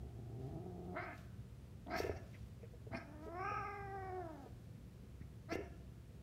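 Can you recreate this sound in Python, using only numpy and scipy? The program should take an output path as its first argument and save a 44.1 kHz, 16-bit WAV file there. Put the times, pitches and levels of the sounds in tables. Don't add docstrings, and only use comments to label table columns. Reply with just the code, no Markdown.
import sys
import numpy as np
from scipy import signal
from scipy.fft import rfft, irfft, next_fast_len
from scipy.io import wavfile
from scipy.ndimage import uniform_filter1d

SR = 44100
rng = np.random.default_rng(int(sys.argv[2]) if len(sys.argv) > 2 else 0)


def dump(signal):
    limited = np.clip(np.atleast_2d(signal).T, -1, 1)
    pcm = np.round(limited * 32767).astype(np.int16)
    wavfile.write(sys.argv[1], SR, pcm)


N = 274302
TIME = np.arange(N) / SR
FREQS = np.fft.rfftfreq(N, 1 / SR) + 1e-3


def from_db(db):
    return 10 ** (np.asarray(db) / 20)


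def rms_one(x):
    return x / np.sqrt(np.mean(x ** 2) + 1e-20)


def in_time(rows):
    time_s, *columns = np.transpose(rows)
    return [np.interp(TIME, time_s, column) for column in columns]


def at_hz(points, hz):
    table_hz, value = np.transpose(points)
    return np.interp(np.log(hz), np.log(table_hz), value)


def shaped(x, gain):
    size = next_fast_len(N + SR // 2)
    size_gain = np.interp(np.fft.rfftfreq(size, 1 / SR), FREQS, gain)
    return irfft(rfft(x, size) * size_gain, size)[:N]


def band(x, edges_hz, order=4):
    sos = signal.butter(order, edges_hz, "band", fs=SR, output="sos")
    return signal.sosfilt(sos, x + 1e-18)


def noise(spectrum):
    return rms_one(shaped(rng.standard_normal(N), from_db(at_hz(spectrum, FREQS))))


def drift(rate_hz):
    knots = rng.standard_normal(8192)
    return rms_one(np.interp(TIME * rate_hz, np.arange(len(knots)), knots))


def swell(center_s, spread_s):
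    return np.exp(-.5 * np.minimum(((TIME - center_s) / spread_s) ** 2, 100))


def resonance(freqs_hz, center_hz, width_hz):
    return 1 / (1 + 2 * ((freqs_hz - center_hz) / width_hz) ** 2) ** 2


def narrow_noise(center_hz, width_hz):
    return rms_one(shaped(rng.standard_normal(N), resonance(FREQS, center_hz, width_hz)))


def sounding(start_s, end_s):
    return uniform_filter1d(((TIME >= start_s) & (TIME <= end_s)) * 1., size=600)


def folds(pitch_hz, rough, jitter, rasp, waver=.006, shimmer_db=2.5):
    hz = pitch_hz * (1 + waver * drift(35) + jitter * rough * drift(260))
    cycles = np.cumsum(hz) / SR
    pulses = rms_one(np.diff(np.floor(cycles), prepend=0) - hz / SR)
    puffs = rng.standard_normal(N) * (1 + np.cos(2 * np.pi * cycles))
    return (pulses + rasp * rough * puffs) * from_db(shimmer_db * rough * drift(140))


def through_tract(source, opening, tract):
    freqs_hz, times_s, frames = signal.stft(source, SR, nperseg=1024)
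    jaw = np.interp(times_s, TIME, opening)
    gain = 0
    for shut_hz, wide_hz, width_hz, db in tract:
        center_hz = shut_hz + jaw * (wide_hz - shut_hz)
        gain = gain + from_db(db) * resonance(freqs_hz[:, None], center_hz, width_hz)
    cepstrum = irfft(np.log(gain + 1e-5), axis=0)
    phase = 2 * rfft(cepstrum[:512], 1024, axis=0).imag
    return signal.istft(frames * gain * np.exp(1j * phase), SR, nperseg=1024)[1][:N]


def call(source, jaw, tract, levels_db):
    voice = through_tract(source, jaw, tract)
    registers = [((70, 950), (600, 950)), ((950, 3300), (1000, 3000)), ((3300, 10000), (3500, 7000))]
    out = np.zeros(N)
    for level_db, ((low_hz, high_hz), core_hz) in zip(levels_db, registers):
        power = uniform_filter1d(band(voice, core_hz, order=3) ** 2, size=1300)
        share = 1 / (1 + (low_hz / FREQS) ** 12) / (1 + (FREQS / high_hz) ** 12)
        out += shaped(voice, share) / np.sqrt(np.abs(power) + 1e-12) * from_db(level_db)
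    return out


def background(hum_hz=117.2, hum_db=-62, hum_waver_db=3.5, rumble_db=-54.5, hiss_db=-70.5):
    # (frequency [Hz], relative density [dB])
    rumble_spectrum = [(20, -41.5), (40, -13), (55, -2.5), (67, 5.5), (82, -3), (105, 2.5), (145, -4.5),
                       (200, -6.5), (300, -17), (400, -17), (550, -50.5)]
    hiss_spectrum = [(240, -21.5), (400, -7.5), (432, -12.5), (466, 1.5), (552, -7.5), (684, -8.5),
                     (738, -12.5), (958, -14.5), (1360, -16), (2980, -20.5), (4930, -24.5), (12400, -31.5),
                     (15600, -37.5)]
    hum = np.sqrt(2) * np.sin(2 * np.pi * hum_hz * TIME) * from_db(hum_db + hum_waver_db * drift(2.6))
    return from_db(rumble_db) * noise(rumble_spectrum) + from_db(hiss_db) * noise(hiss_spectrum) + hum


def rubbing(grain_db=2.0, relative_width=0.51):
    # (time [s], level [dB], Gaussian spread [s])
    brush_strokes = [(0.464, -77.5, 0.051), (1.194, -72.5, 0.048), (1.993, -56.5, 0.015),
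                     (2.027, -64.5, 0.056), (2.362, -76, 0.13), (3.25, -73.5, 0.024), (4.388, -79, 0.17),
                     (5.537, -60.5, 0.015), (5.555, -60.5, 0.0036)]
    # (frequency [Hz], relative density [dB])
    brush_spectrum = [(200, -70), (1000, 1), (3000, 5.5), (6000, 1.5), (10000, -8), (13000, -5),
                      (16000, -10)]
    # (time [s], level [dB], Gaussian spread [s], centre [Hz])
    claw_scuffs = [(1.871, -62, 0.00062, 3020), (2.353, -63, 0.011, 2220), (2.64, -71.5, 0.014, 2170),
                   (5.221, -68.5, 0.0095, 1830)]
    strokes = sum(from_db(db) * swell(s, spread_s) for s, db, spread_s in brush_strokes)
    out = noise(brush_spectrum) * strokes * from_db(grain_db * drift(300))
    for s, db, spread_s, hz in claw_scuffs:
        out += from_db(db) * swell(s, spread_s) * narrow_noise(hz, hz * relative_width)
    return out


def ball_and_floor(contact_s=0.0012, overtone=1.31, overtone_db=-7, floor_hz=85, floor_db=-19,
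                   floor_decay_s=0.041):
    # (time [s], level [dB], pitch [Hz])
    knocks = [(2.002, -23, 432), (2.04, -34.5, 390), (2.046, -36.5, 474), (2.062, -36, 413),
              (2.095, -23, 420), (2.107, -41, 423), (2.631, -46, 465), (2.736, -52, 490), (2.868, -45, 434),
              (3.263, -43, 430), (3.277, -42, 426), (3.512, -41.5, 504), (4.458, -48.5, 440),
              (5.211, -41.5, 161), (5.524, -30, 329), (5.555, -24.5, 363), (5.587, -35.5, 369),
              (5.6, -37, 411)]
    # (knock level [dB], T60 [s])
    damping = [(-32.5, 0.068), (-25, 0.025)]
    out, t = np.zeros(N), TIME[:SR // 3]
    thud = from_db(floor_db) * np.sin(2 * np.pi * floor_hz * t) * np.exp(-t / floor_decay_s)
    onset = 1 - np.exp(-t / contact_s)
    for s, db, hz in knocks:
        t60_s = np.interp(db, *np.transpose(damping))
        ring = np.sin(2 * np.pi * hz * t) + from_db(overtone_db) * np.sin(2 * np.pi * hz * overtone * t)
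        at = round(s * SR)
        out[at:at + len(t)] += from_db(db) * onset * (ring * from_db(-60 * t / t60_s) + thud)
    return out


def whistle(spread_s=0.014, width_hz=1100):
    # (time [s], level [dB], centre [Hz])
    whistles = [(1.988, -63, 13400), (2.965, -78, 9250)]
    return sum(from_db(db) * swell(s, spread_s) * narrow_noise(hz, width_hz) for s, db, hz in whistles)


def growl(flutter_db=2.0, opening=.22, mouth_db=-14.5):
    # (time [s], pitch [Hz], throat level [dB])
    course = [(0, 111.1, -71), (0.352, 120.4, -70.5), (0.479, 145.4, -63.5), (.68, 183, -62),
              (0.889, 178.7, -61.5), (.935, 177.3, -57.5), (.96, 176, -73)]
    # (centre, jaw shut [Hz], centre, jaw wide [Hz], width [Hz], relative gain [dB])
    tract = [(114, 180, 59, 14.5), (205.7, 390, 68, 3.5), (364, 386, 81, 8.5), (710, 690, 185, -2),
             (1140, 1240, 410, -22.5)]
    # (pitch [Hz], roughness [0-1])
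    roughness = [(115, 0.72), (182, 0.3)]
    pitch_hz, level_db = in_time(course)
    source = folds(pitch_hz, at_hz(roughness, pitch_hz), jitter=0.121, rasp=0.63, waver=0.0202)
    voice = call(source, np.full(N, opening), tract, [level_db, level_db + mouth_db])
    return voice * from_db(flutter_db * drift(21.1)) * sounding(course[0][0], course[-1][0])


def yowl(waver=.008, strain_rough=0.47):
    # (time [s], pitch [Hz], throat level [dB], jaw opening [0-1])
    course = [(3.03, 281, -69.5, 0.14), (3.271, 322, -61, 0.26), (3.349, 346.2, -51, 0.32),
              (3.421, 382, -48.5, .64), (3.5, 414, -54.5, 0.97), (3.711, 408.4, -54, 0.65),
              (3.861, 392.2, -55.5, .4), (3.949, 389.4, -52, 0.27), (4.042, 379, -51, 0.32),
              (4.191, 367.1, -47.5, 0.02), (4.339, 298.2, -62, 0.15), (4.482, 238, -63, 0.02)]
    # (centre, jaw shut [Hz], centre, jaw wide [Hz], width [Hz], relative gain [dB])
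    tract = [(304, 285, 203, 1.5), (692, 750, 192, 2.5), (923, 1292, 104, -2.5), (1267, 1540, 390, -9),
             (1624, 2420, 315, -11.5), (2070, 2740, 330, -23.5), (5100, 5530, 650, -15)]
    # (pitch [Hz], roughness [0-1])
    roughness = [(250, .4), (380, .08)]
    pitch_hz, throat_db, jaw = in_time(course)
    rough = at_hz(roughness, pitch_hz) + strain_rough * jaw ** 2
    source = folds(pitch_hz, rough, jitter=.095, rasp=.7, waver=waver)
    mouth_db = throat_db - 12.5 + 22.5 * jaw
    teeth_db = throat_db - 42.5 + 27.5 * jaw
    voice = call(source, jaw, tract, [throat_db, mouth_db, teeth_db])
    return voice * sounding(course[0][0], course[-1][0])


def snarls(jaw_start=0.033, muffle_db=11, lips_part_s=0.011, hiss_sag=3, fall_curve=0.56,
           release_db_per_s=303):
    # (start [s], rise [s], fall [s], sag [dB], top pitch [Hz], pitch drop at both ends [share],
    # roughness [0-1], throat level [dB], mouth level [dB], hiss level [dB], hiss lag [s],
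    # lips part after [s], jaw opening [0-1], time to open [s], chest share [0-1])
    bursts = [(.928, 0.043, .16, 14.5, 403.2, .33, 0.43, -45.5, -43.5, -70, 0.072, 0.038, 0.61, 0.19, 0.26),
              (1.86, 0.097, .16, 17, 360.9, .18, .7, -43, -43.5, -51.5, 0.041, 0.047, 0.78, 0.15, 0.22),
              (2.135, .038, 0.038, 19, 371, .12, .4, -53, -59.5, -65, 0.0024, .01, 0.8, .02, 0.1),
              (2.905, 0.046, .075, 17.5, 308.4, .2, .7, -46.5, -46.5, -60, 0.024, 0.016, 0.52, 0.047, 1),
              (5.482, .042, .12, 22, 346, .07, .3, -44.5, -44.5, -54, 0.0046, 0.0055, 0.85, 0.054, 0.5)]
    # (centre, jaw shut [Hz], centre, jaw wide [Hz], width [Hz],
    # relative gain [dB])
    tract = [(266, 220, 247, -1), (658, 719, 60, 8), (1034, 790, 630, -7.5), (1230, 1440, 185, -8),
             (1384, 1880, 200, -3.5), (1854, 2200, 260, -6), (1880, 2840, 340, -10),
             (3150, 3370, 1400, -28.5), (3850, 4840, 480, -12), (4470, 6020, 750, -11),
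             (6650, 6100, 1700, -36)]
    chest_tract = [(266.8, 196, 40, 14)]
    # throat, mouth, hiss [dB]
    climbs_db = (15, 23, 27.5)
    rows = np.array(bursts)
    current = np.maximum(np.searchsorted(rows[:, 0], TIME) - 1, 0)
    (start_s, rise_s, fall_s, sag_db, top_hz, arch, rough, throat_db, mouth_db, hiss_db, lag_s,
     parting_s, wide, opening_s, chest) = rows[current].T
    age_s = TIME - start_s
    progress = np.clip(age_s / (rise_s + fall_s), 0, 1)
    pitch_hz = top_hz * (1 - arch * np.cos(np.pi * progress) ** 2)
    jaw = jaw_start + (wide - jaw_start) * np.clip(age_s / opening_s, 0, 1)
    lips_db = muffle_db * np.clip((parting_s - age_s) / lips_part_s, 0, 1)

    tops_db = (throat_db, mouth_db - lips_db, hiss_db - lips_db)
    peaks_s = (rise_s, rise_s, rise_s + lag_s)
    sags_db = (sag_db, sag_db, hiss_sag * sag_db)
    levels_db = []
    for top_db, peak_s, climb_db, down_db in zip(tops_db, peaks_s, climbs_db, sags_db):
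        climb = climb_db * np.maximum(1 - age_s / peak_s, 0)
        sag = down_db * (np.maximum(age_s - peak_s, 0) / fall_s) ** fall_curve
        levels_db.append(top_db - climb - sag)

    source = folds(pitch_hz, rough, jitter=.13, rasp=1.4)
    boom = chest * from_db(levels_db[0]) * rms_one(through_tract(source, jaw, chest_tract))
    onset = np.clip(age_s / lips_part_s, 0, 1)
    release = from_db(-release_db_per_s * np.maximum(age_s - rise_s - fall_s, 0))
    return (call(source, jaw, tract, levels_db) + boom) * onset * release


def room(x, early_db=-4, early_decay_s=0.016, tail_db=-3.0):
    # (frequency [Hz], T60 [s])
    reverb_t60 = [(100, 0.47), (500, 0.68), (1600, 0.79), (2500, 0.73), (5000, 0.67), (14000, 0.18)]
    edges_hz = np.geomspace(60, 16000, 9)
    t, white = TIME[:SR], rng.standard_normal(SR)
    tail = np.zeros(SR)
    for low_hz, high_hz in zip(edges_hz, edges_hz[1:]):
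        t60_s = at_hz(reverb_t60, np.sqrt(low_hz * high_hz))
        tail += band(white, (low_hz, high_hz), order=2) * from_db(-60 * t / t60_s)
    tail = tail * (t > .008) * np.sqrt(2 * np.log(1000) / (SR * at_hz(reverb_t60, 1000)))
    taps = rng.standard_normal(SR) * (rng.random(SR) < 900 / SR)
    early = taps * (t > .002) * np.exp(-t / early_decay_s)
    early = band(early / np.linalg.norm(early), (800, 16000), order=2)
    return signal.fftconvolve(x, from_db(early_db) * early + from_db(tail_db) * tail)[:N]


def scene():
    direct = growl() + yowl() + snarls() + whistle() + ball_and_floor()
    return (direct + room(direct) + rubbing() + background())[None]


def record(dry, cutoff_hz=15700):
    return signal.sosfilt(signal.ellip(10, .1, 70, cutoff_hz, fs=SR, output="sos"), dry)


dry = scene()
out = record(dry)
dump(out)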